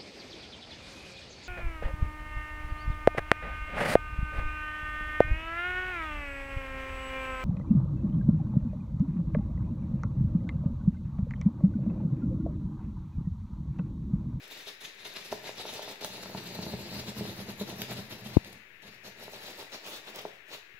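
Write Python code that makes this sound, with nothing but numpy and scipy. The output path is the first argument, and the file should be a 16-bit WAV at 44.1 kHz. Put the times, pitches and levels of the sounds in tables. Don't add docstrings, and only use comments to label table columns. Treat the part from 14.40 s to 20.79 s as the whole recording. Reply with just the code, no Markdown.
import sys
import numpy as np
from scipy import signal
from scipy.io import wavfile
from scipy.ndimage import uniform_filter1d, map_coordinates

SR = 44100
rng = np.random.default_rng(int(sys.argv[2]) if len(sys.argv) > 2 else 0)


def decibels_to_gain(level_db):
    exponent = np.asarray(level_db, float) / 20
    return 10 ** exponent


def store_wav(level_fs):
    pcm = np.round(np.clip(np.atleast_2d(level_fs), -1, 1) * 32767)
    wavfile.write(sys.argv[1], SR, pcm.T.astype(np.int16))


N = 281799
T = np.arange(N) / SR

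# start_s, hiss_db
DRAG = [(0.0, -62.5), (0.55, -59.5), (0.72, -50.5), (1.0, -52.5), (1.22, -55.5), (1.51, -48.5), (1.58, -58),
        (1.72, -50.5), (2.45, -49), (2.75, -49), (3.9, -58.5), (4.15, -60), (4.25, -75), (4.6, -66),
        (4.9, -55.5), (5.4, -54.5), (5.88, -61), (6.03, -72.5)]
# start_s, table_db, board_db, blade_tuning (factor), board_pitch_hz
HOLD = [(0, -14, -1, 0.99, 483), (.86, -12.5, -5.5, 1.1, 484), (.95, -3, 1, 1.08, 600),
        (1.5, -10, 0.5, 1.03, 594), (1.9, 3, 2, 1.27, 487), (2.8, 9.5, 2, 1.18, 430),
        (3.6, 9.5, 5, 1.1, 442), (4.45, 9, 2, 1.22, 525), (5.3, -9.5, 0.9, 1.09, 620),
        (5.8, -1, 4.5, 0.94, 493), (6.39, -6, -4.5, 1.04, 500)]
# start_s, hiss_db, rise_ms
SLICED = [(0.042, -50.5, 23), (0.19, -48, 55), (1.07, -41.5, 32), (1.75, -47, 29), (1.835, -40, 4.3),
          (2.599, -40.5, 9.1), (3.723, -43.5, 15), (3.799, -55, 17), (4.13, -52, 4.8), (4.475, -53, 24),
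          (4.54, -57, 23), (5.071, -46, 46), (5.547, -43.5, 39), (5.687, -46, 19), (5.762, -45, 15),
          (5.791, -40, 5.6), (6.138, -42.5, 24)]
# start_s, hiss_db, rise_ms
TORN = [(0.122, -45.5, 14), (0.285, -41.5, 15.7), (0.452, -39.5, 11), (0.767, -38, 7.3), (1.203, -41, 19.5),
        (1.287, -43, 30), (1.981, -39.5, 9), (2.068, -45, 12), (2.555, -43.5, 34), (2.686, -42.5, 18),
        (2.791, -43.5, 21), (2.855, -47, 14), (2.892, -45, 22), (3.005, -45.5, 27), (3.298, -42, 21),
        (3.515, -40, 20), (3.587, -43, 21), (3.865, -43.5, 12.7), (3.903, -52.5, 22), (3.951, -47.5, 24),
        (4.069, -53.5, 24), (4.667, -45.5, 21), (4.827, -48.5, 34), (4.952, -47, 21), (5.346, -42, 17),
        (5.476, -43, 28)]
# start_s, hiss_db, rise_ms
CRUSHED = [(0.858, -45, 11), (0.924, -37, 6.7), (1.365, -43, 36), (1.43, -45, 14), (1.504, -46.5, 29),
           (1.646, -42, 14.5), (2.153, -43, 11.5), (2.232, -40.5, 9.6), (2.308, -49, 46), (2.4, -53, 14),
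           (3.098, -44.5, 22), (3.216, -42, 18.4), (3.41, -46, 29), (5.105, -48, 16), (5.208, -44, 20),
           (5.885, -57, 30), (5.95, -61.5, 25)]
# start_s, hiss_db
CATCHES = [
    (.412, -44.5),
    (.598, -50),
    (0.655, -40),
    (1.18, -47),
    (1.615, -42.5),
    (4.426, -52),
    (4.642, -66),
    (5.187, -58),
    (5.325, -47.5),
    (6.088, -59),
]
# centre_s, loss_db
STALLS = [(.38, 5), (1.02, 4.5), (1.145, -0.5), (2.64, 6), (2.735, 7), (2.955, 2), (3.05, 5), (3.16, 7.5),
          (3.25, 4), (3.47, 1.5), (3.665, 1), (4.02, 4.5), (4.395, 6.5), (4.62, 5.5), (4.75, 4.5),
          (5.29, 6), (5.41, 6), (5.63, 4.5)]
# start_s, peak_db, pitch_hz
KNOCKS = [(0.277, -47, 423), (0.761, -36, 600), (0.925, -11, 580), (1.04, -29, 610), (1.091, -20, 412),
          (1.197, -29, 633), (1.252, -20.5, 595), (1.33, -28, 624), (1.392, -19, 585), (1.477, -21, 396),
          (1.645, -20.5, 945), (1.857, -26, 643), (1.947, -19.5, 198), (2.188, -17.5, 217),
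          (2.264, -20, 213), (2.336, -18.5, 123), (2.808, -16, 196), (2.985, -53, 122.5), (3.21, -19, 212),
          (3.325, -23.5, 200), (3.417, -20.5, 180), (3.586, -25.5, 208), (3.86, -31, 240),
          (4.647, -39, 215), (4.798, -37, 431), (4.879, -24.5, 423), (4.934, -28, 684), (5.188, -35, 673),
          (5.758, -45, 565), (5.851, -14.5, 375),
          (0.703, -37, 444), (1.062, -34, 670), (1.291, -26.5, 410), (1.676, -32, 650), (1.779, -25, 390),
         (1.897, -26, 620), (1.948, -19, 630), (2.15, -23.5, 650), (2.189, -24, 640), (2.265, -23, 640),
         (2.336, -25, 620), (2.636, -26.5, 400), (2.718, -28, 380), (3.001, -27, 540), (3.225, -32, 410),
         (3.329, -30, 410), (4.825, -31, 700), (5.081, -30, 900), (5.225, -27.5, 560), (5.788, -28, 390),
         (6.147, -29, 397)]
# start_s, peak_db, brightness_db (per octave)
SNAPS = [(0.077, -46, -2), (1.336, -32, 1), (1.4277, -38, 2), (1.6441, -24.5, 0.5), (1.98, -55, 0.1),
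         (3.416, -25.5, -3), (3.5093, -31.5, 4.5), (4.0444, -40, -9), (4.1272, -41, -1), (5.103, -47, 6),
         (5.757, -32.5, 3)]
# peak_s, pressure (full scale, suction below zero), rise_ms, fall_ms
PUFFS = [
    (3.9673, -.31, 1.8, 5),
    (3.9693, -.65, .7, .34),
    (3.9704, 1.36, .45, 1.72),
    (3.974, .37, 1.3, 1),
    (6.346, .006, 1.5, 2.5),
]
# pitch_hz, width_hz, level_db
TABLE_MODES = [(68, 110, -28), (125.5, 9.2, 7), (200.7, 44, 9), (285, 540, -17), (328, 23, 3)]
# pitch_hz, width_hz, level_db
BOARD_MODES = [(327, 9.8, -10), (423, 23, 13), (495, 73, 1.5), (620, 184, 10), (760, 38, 4), (872, 76, 8),
               (944, 52, -4), (1340, 180, 3.5)]
# pitch_hz, width_hz, lift_db, follows_tuning (0-1)
BLADE_MODES = [(2653, 100, 9, 0.13), (3625, 1100, 7.5, 0.63), (11280, 780, 5, 0.25), (14200, 800, 2.5, 0)]
# freq_hz, level_db (per Hz)
FIBRE_COLOUR = [(600, -17.5), (1100, -3.5), (1600, -5), (2200, -1), (3300, -3.5), (4200, -3.5), (5200, -1),
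                (7000, -4), (8900, -13.5), (10500, -9), (13000, -11.5), (15600, -9), (16100, -39)]
# freq_hz, difference_db
LEFT_COLOUR = [(1000, 5), (2500, 3), (4000, 5), (6000, -2), (8000, -4), (12000, -2), (16000, -4)]
# freq_hz, level_db (per Hz)
FAN_COLOUR = [(900, -32), (1300, -9.5), (1750, 2), (2100, 0.5), (2700, -1), (3150, -10.5), (4000, -16),
              (4800, -27), (6500, -28), (8800, -38), (12000, -32), (15500, -26.5), (16000, -42)]
# freq_hz, level_db (per Hz)
HUSH_COLOUR = [(30, 6), (80, 2.5), (200, -4), (400, 8.5), (700, -3), (1100, 1), (1800, -11), (4000, -17),
               (7000, -23), (10000, -28), (16000, -15)]
# freq_hz, t60_s
ROOM_DECAY = [(200, 0.13), (700, 0.52), (2000, 0.4), (5000, 0.45), (12000, 0.21)]

SLICED_PUSH_DB, TORN_PUSH_DB, CRUSHED_PUSH_DB = -2.5, -1.5, 3
RELEASE_SHARE = 0.78
STRAIN_DB, STRAIN_SHARE, SETTLE_MS = -8.5, 1.76, 40
CATCH_RISE_MS, CATCH_FALL_MS, CATCH_PUSH_DB = 4.9, 17.4, -2
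STALL_MS = 24.4
FIZZ_DB, FIZZ_S, FIZZ_SPAN_S = 3, 3, 2.45
TOP_DB, TOP_S, TOP_SPAN_S = 5.5, 5.5, 1
SQUEAK_HZ, SQUEAK_WIDTH_HZ, SQUEAK_DB, SQUEAK_FADES_S = 3690, 120, 7, 0.92
SLIT_HZ, SLIT_WIDTH_HZ, SLIT_DB, SLIT_OPEN_S = 1165, 360, 5.5, 1.56
TABLE_HZ, TABLE_HALVES_S = 226, 3.6
LAG_START, LAG_PER_S = 0.088, 0.9
FAN_DB, HUSH_DB = -51, -66


def evened(x):
    return x / np.sqrt(np.mean(x ** 2) + 1e-20)


def read(points, hz):
    f, value = np.transpose(points)
    return np.interp(np.log(hz + 1), np.log(f + 1), value)


def colour(x, points):
    log_gain = np.log(decibels_to_gain(read(points, abs(np.fft.fftfreq(4096, 1 / SR)))))
    taps = np.fft.ifft(np.exp(np.conj(signal.hilbert(log_gain)))).real
    return signal.oaconvolve(x, taps[:2048])[:len(x)]


def low_cut(x, hz):
    return signal.sosfilt(signal.butter(2, hz, "high", fs=SR, output="sos"), x)


def ring(x, modes):
    out = np.zeros(len(x))
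    for hz, width, db in modes:
        r = np.exp(-np.pi * width / SR)
        pole = r * np.exp(2j * np.pi * hz / SR)
        out += decibels_to_gain(db) * 2 * signal.lfilter([1 - r], [1, -pole], x).imag
    return out


def favour(hz, pitch_hz):
    octaves = abs(np.log2(hz / pitch_hz))
    return -9 * octaves ** 2 / (1 + .5 * octaves)


def grains(per_s, spread_db):
    draw = rng.random((3, N))
    size = decibels_to_gain(spread_db * np.minimum(-np.log(draw[0] + 1e-9), 5))
    sign = np.sign(draw[1] - .5)
    return evened(size * sign * (draw[2] < per_s / SR))


def add(mix, s, sound):
    part = mix[round(s * SR):][:len(sound)]
    part += sound[:len(part)]


def hold(column):
    return np.interp(T, [row[0] for row in HOLD], [row[column] for row in HOLD])


def force():
    hiss = decibels_to_gain(np.interp(T, *np.transpose(DRAG)) - 4.5) ** 2
    push = hiss.copy()
    kinds = (SLICED, SLICED_PUSH_DB), (TORN, TORN_PUSH_DB), (CRUSHED, CRUSHED_PUSH_DB)
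    walls = [(s, db, ms, RELEASE_SHARE * ms, push_db) for rows, push_db in kinds for s, db, ms in rows]
    catches = [(s, db, CATCH_RISE_MS, CATCH_FALL_MS, CATCH_PUSH_DB) for s, db in CATCHES]
    for s, db, rise_ms, fall_ms, push_db in walls + catches:
        near = slice(max(round((s - .15) * SR), 0), round((s + .2) * SR))
        ms = 1000 * (T[near] - s)
        swell_ms = np.where(ms < 0, rise_ms, fall_ms)
        strain_ms = np.where(ms < 0, STRAIN_SHARE * rise_ms, SETTLE_MS)
        swell = decibels_to_gain(db - 5.5) ** 2 * np.exp(-abs(ms / swell_ms) ** 2.5)
        strain = decibels_to_gain(db - 7.0 + STRAIN_DB) ** 2 * np.exp(-(ms / strain_ms) ** 2)
        hiss[near] += swell + strain
        push[near] += swell * decibels_to_gain(push_db - 2.5) ** 2 + strain
    moving = decibels_to_gain(-sum(db * np.exp(-(1000 * (T - s) / STALL_MS) ** 2) for s, db in STALLS))
    return moving * np.sqrt(hiss), moving * np.sqrt(push)


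def fibres(hiss):
    streams = [grains(14000, 2.0) for k in range(3)]
    hz, t, z = signal.stft(streams, SR, nperseg=256, noverlap=192)
    hz, tuning = hz[:, None], np.interp(t, T, hold(column=3))

    patches = rng.standard_normal((len(t), len(hz))).T
    patches = uniform_filter1d(patches, size=6, axis=0)
    patches = evened(uniform_filter1d(patches, size=24, axis=1))

    effort_db = 20 * np.log10(hiss)
    excess_db = effort_db - uniform_filter1d(effort_db, size=12000)
    surge_db = 5.1 * np.tanh((excess_db + 4.5) / 6.8) - 0.54 * excess_db
    chatter_db = 2.8 * evened(uniform_filter1d(rng.standard_normal(len(t)), size=6))
    passing = np.exp(-((t - FIZZ_S) / FIZZ_SPAN_S) ** 2)
    fizz_db = (FIZZ_DB + np.interp(t, T, surge_db)) * passing - 1.5 + chatter_db
    tip_db = TOP_DB * np.exp(-((t - TOP_S) / TOP_SPAN_S) ** 2) - 2.0
    squeak_db = SQUEAK_DB * np.exp(-(t / SQUEAK_FADES_S) ** 2)
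    slit_db = SLIT_DB * (np.tanh(t - SLIT_OPEN_S) / 2)

    db = read(FIBRE_COLOUR, hz) + 2.1 * patches
    db = db + fizz_db / (1 + (8000 / (hz + 1)) ** 6)
    db = db + tip_db / (1 + (12800 / (hz + 1)) ** 16)
    db = db + squeak_db / (1 + (2 * (hz - SQUEAK_HZ) / SQUEAK_WIDTH_HZ) ** 2)
    db = db + slit_db / (1 + (2 * (hz - SLIT_HZ) / SLIT_WIDTH_HZ) ** 2)
    for centre_hz, width, lift_db, follows in BLADE_MODES:
        db = db + lift_db / (1 + (2 * (hz - centre_hz * tuning ** follows) / width) ** 2)
    return evened(signal.istft(z * decibels_to_gain(db), SR, nperseg=256, noverlap=192)[1][:, :N])


def drumming(push):
    out = np.zeros(N)
    table_hz = TABLE_HZ * .5 ** (T / TABLE_HALVES_S)
    board = grains(700, 2.1), BOARD_MODES, hold(column=2), hold(column=4), 230
    table = grains(1500, 2.0), TABLE_MODES, hold(column=1), table_hz, 52
    for slips, modes, coupling_db, pitch_hz, cut_hz in (board, table):
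        slips = uniform_filter1d(slips, size=16)
        drive = slips * push * decibels_to_gain(coupling_db + 2.5) / ring(slips, modes).std()
        body = sum(ring(drive * decibels_to_gain(0.64 * favour(mode[0], pitch_hz)), [mode]) for mode in modes)
        out += low_cut(low_cut(body, cut_hz), cut_hz)
    return low_cut(out, 67)


def fan():
    flutter = evened(uniform_filter1d(rng.standard_normal(N), 300))
    hiss = evened(colour(rng.standard_normal(N), FAN_COLOUR)) * decibels_to_gain(FAN_DB + 0.54 * flutter)
    return np.array([hiss, decibels_to_gain(-29) * np.roll(hiss, 9)])


def hush():
    left, right, shared = (evened(colour(v, HUSH_COLOUR)) for v in rng.standard_normal((3, N)))
    return decibels_to_gain(HUSH_DB) * np.array([decibels_to_gain(2) * (left + 1.43 * shared), right + 1.04 * shared]) / 1.9


def ears(x):
    late = map_coordinates(x, [np.arange(N) - LAG_START - LAG_PER_S * T], order=3, mode="nearest")
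    return np.array([late, x])


def tail():
    taps = np.zeros((2, SR // 2))
    at = np.arange(120, SR // 2 - 20, 20) + rng.integers(0, 20, (2, (SR // 2 - 121) // 20))
    np.put_along_axis(taps, at, rng.choice([-1., 1.], at.shape), 1)
    hz, t, z = signal.stft(taps, SR, nperseg=256)
    decay = decibels_to_gain(-60 * t / read(ROOM_DECAY, hz)[:, None])
    out = signal.istft(z * decay, SR, nperseg=256)[1]
    return out / np.linalg.norm(out[0])


def room(x):
    shares = [np.sqrt(2 / 3) * np.cos(2 * np.pi * (T / 1.3 + k / 3)) for k in range(3)]
    return sum(signal.fftconvolve((x * share)[None], tail(), axes=1)[:, :N] for share in shares)


def snaps():
    out, t = np.zeros(N), np.arange(400) / SR
    envelope = np.exp(-(t / .0028) ** 2) * (1 - np.exp(-(t / .0016) ** 3))
    for s, db, tilt_db in SNAPS:
        tint = [(700, -30), (1500, -tilt_db - 4), (6000, 0), (8900, -6), (12000, tilt_db), (16000, tilt_db - 2)]
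        crack = colour(rng.standard_normal(400) * envelope, tint)
        add(out, s + 0.00071, decibels_to_gain(db + 4.0) * crack / abs(crack).max())
    return out


def knocks():
    out = np.zeros(N)
    for s, db, hz in KNOCKS:
        blow, start = np.zeros(3000), 50
        if hz < 300:
            blow[start:start + 56] = -np.hanning(56)
        else:
            blow[start:start + 44] = np.sin(np.linspace(0, 2 * np.pi, 44))
        modes = [(f, 0.72 * width, level + 0.97 * favour(f, hz)) for f, width, level in TABLE_MODES + BOARD_MODES]
        knock = low_cut(low_cut(ring(blow, modes), 0.29 * hz), 0.32 * hz)
        add(out, s, decibels_to_gain(db - 8.5) * knock / abs(knock).max())
    return low_cut(out, 67)


def puffs():
    out = np.zeros(N)
    for s, pressure, rise_ms, fall_ms in PUFFS:
        ms = 1000 * (T - s)
        out += pressure * np.exp(-(ms / np.where(ms < 0, rise_ms, fall_ms)) ** 2)
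    out = low_cut(out, 75)
    return np.array([out, 0 * out])


def scene():
    hiss, push = force()
    shared, *apart = hiss * fibres(hiss)
    high = shared + snaps()
    low = drumming(push) + knocks()
    near = ears(high) + decibels_to_gain(-0.5) * np.array(apart) + decibels_to_gain(-3.0) * room(high)
    near[0] = colour(near[0], LEFT_COLOUR)
    body = ears(low) + decibels_to_gain(-11.5) * room(low)
    return near + body + fan() + hush() + puffs()


def band_limit(x):
    return signal.sosfilt(signal.butter(12, 16490, fs=SR, output="sos"), x)


def record(dry):
    limited = dry / (1 + abs(dry / .95) ** 14) ** (1 / 14)
    edge = signal.firwin(401, 15850, window=("kaiser", 9), fs=SR)
    finished = signal.oaconvolve(limited, edge[None], "same") - .0006
    return band_limit(finished)


dry = scene()
out = record(dry)
store_wav(out)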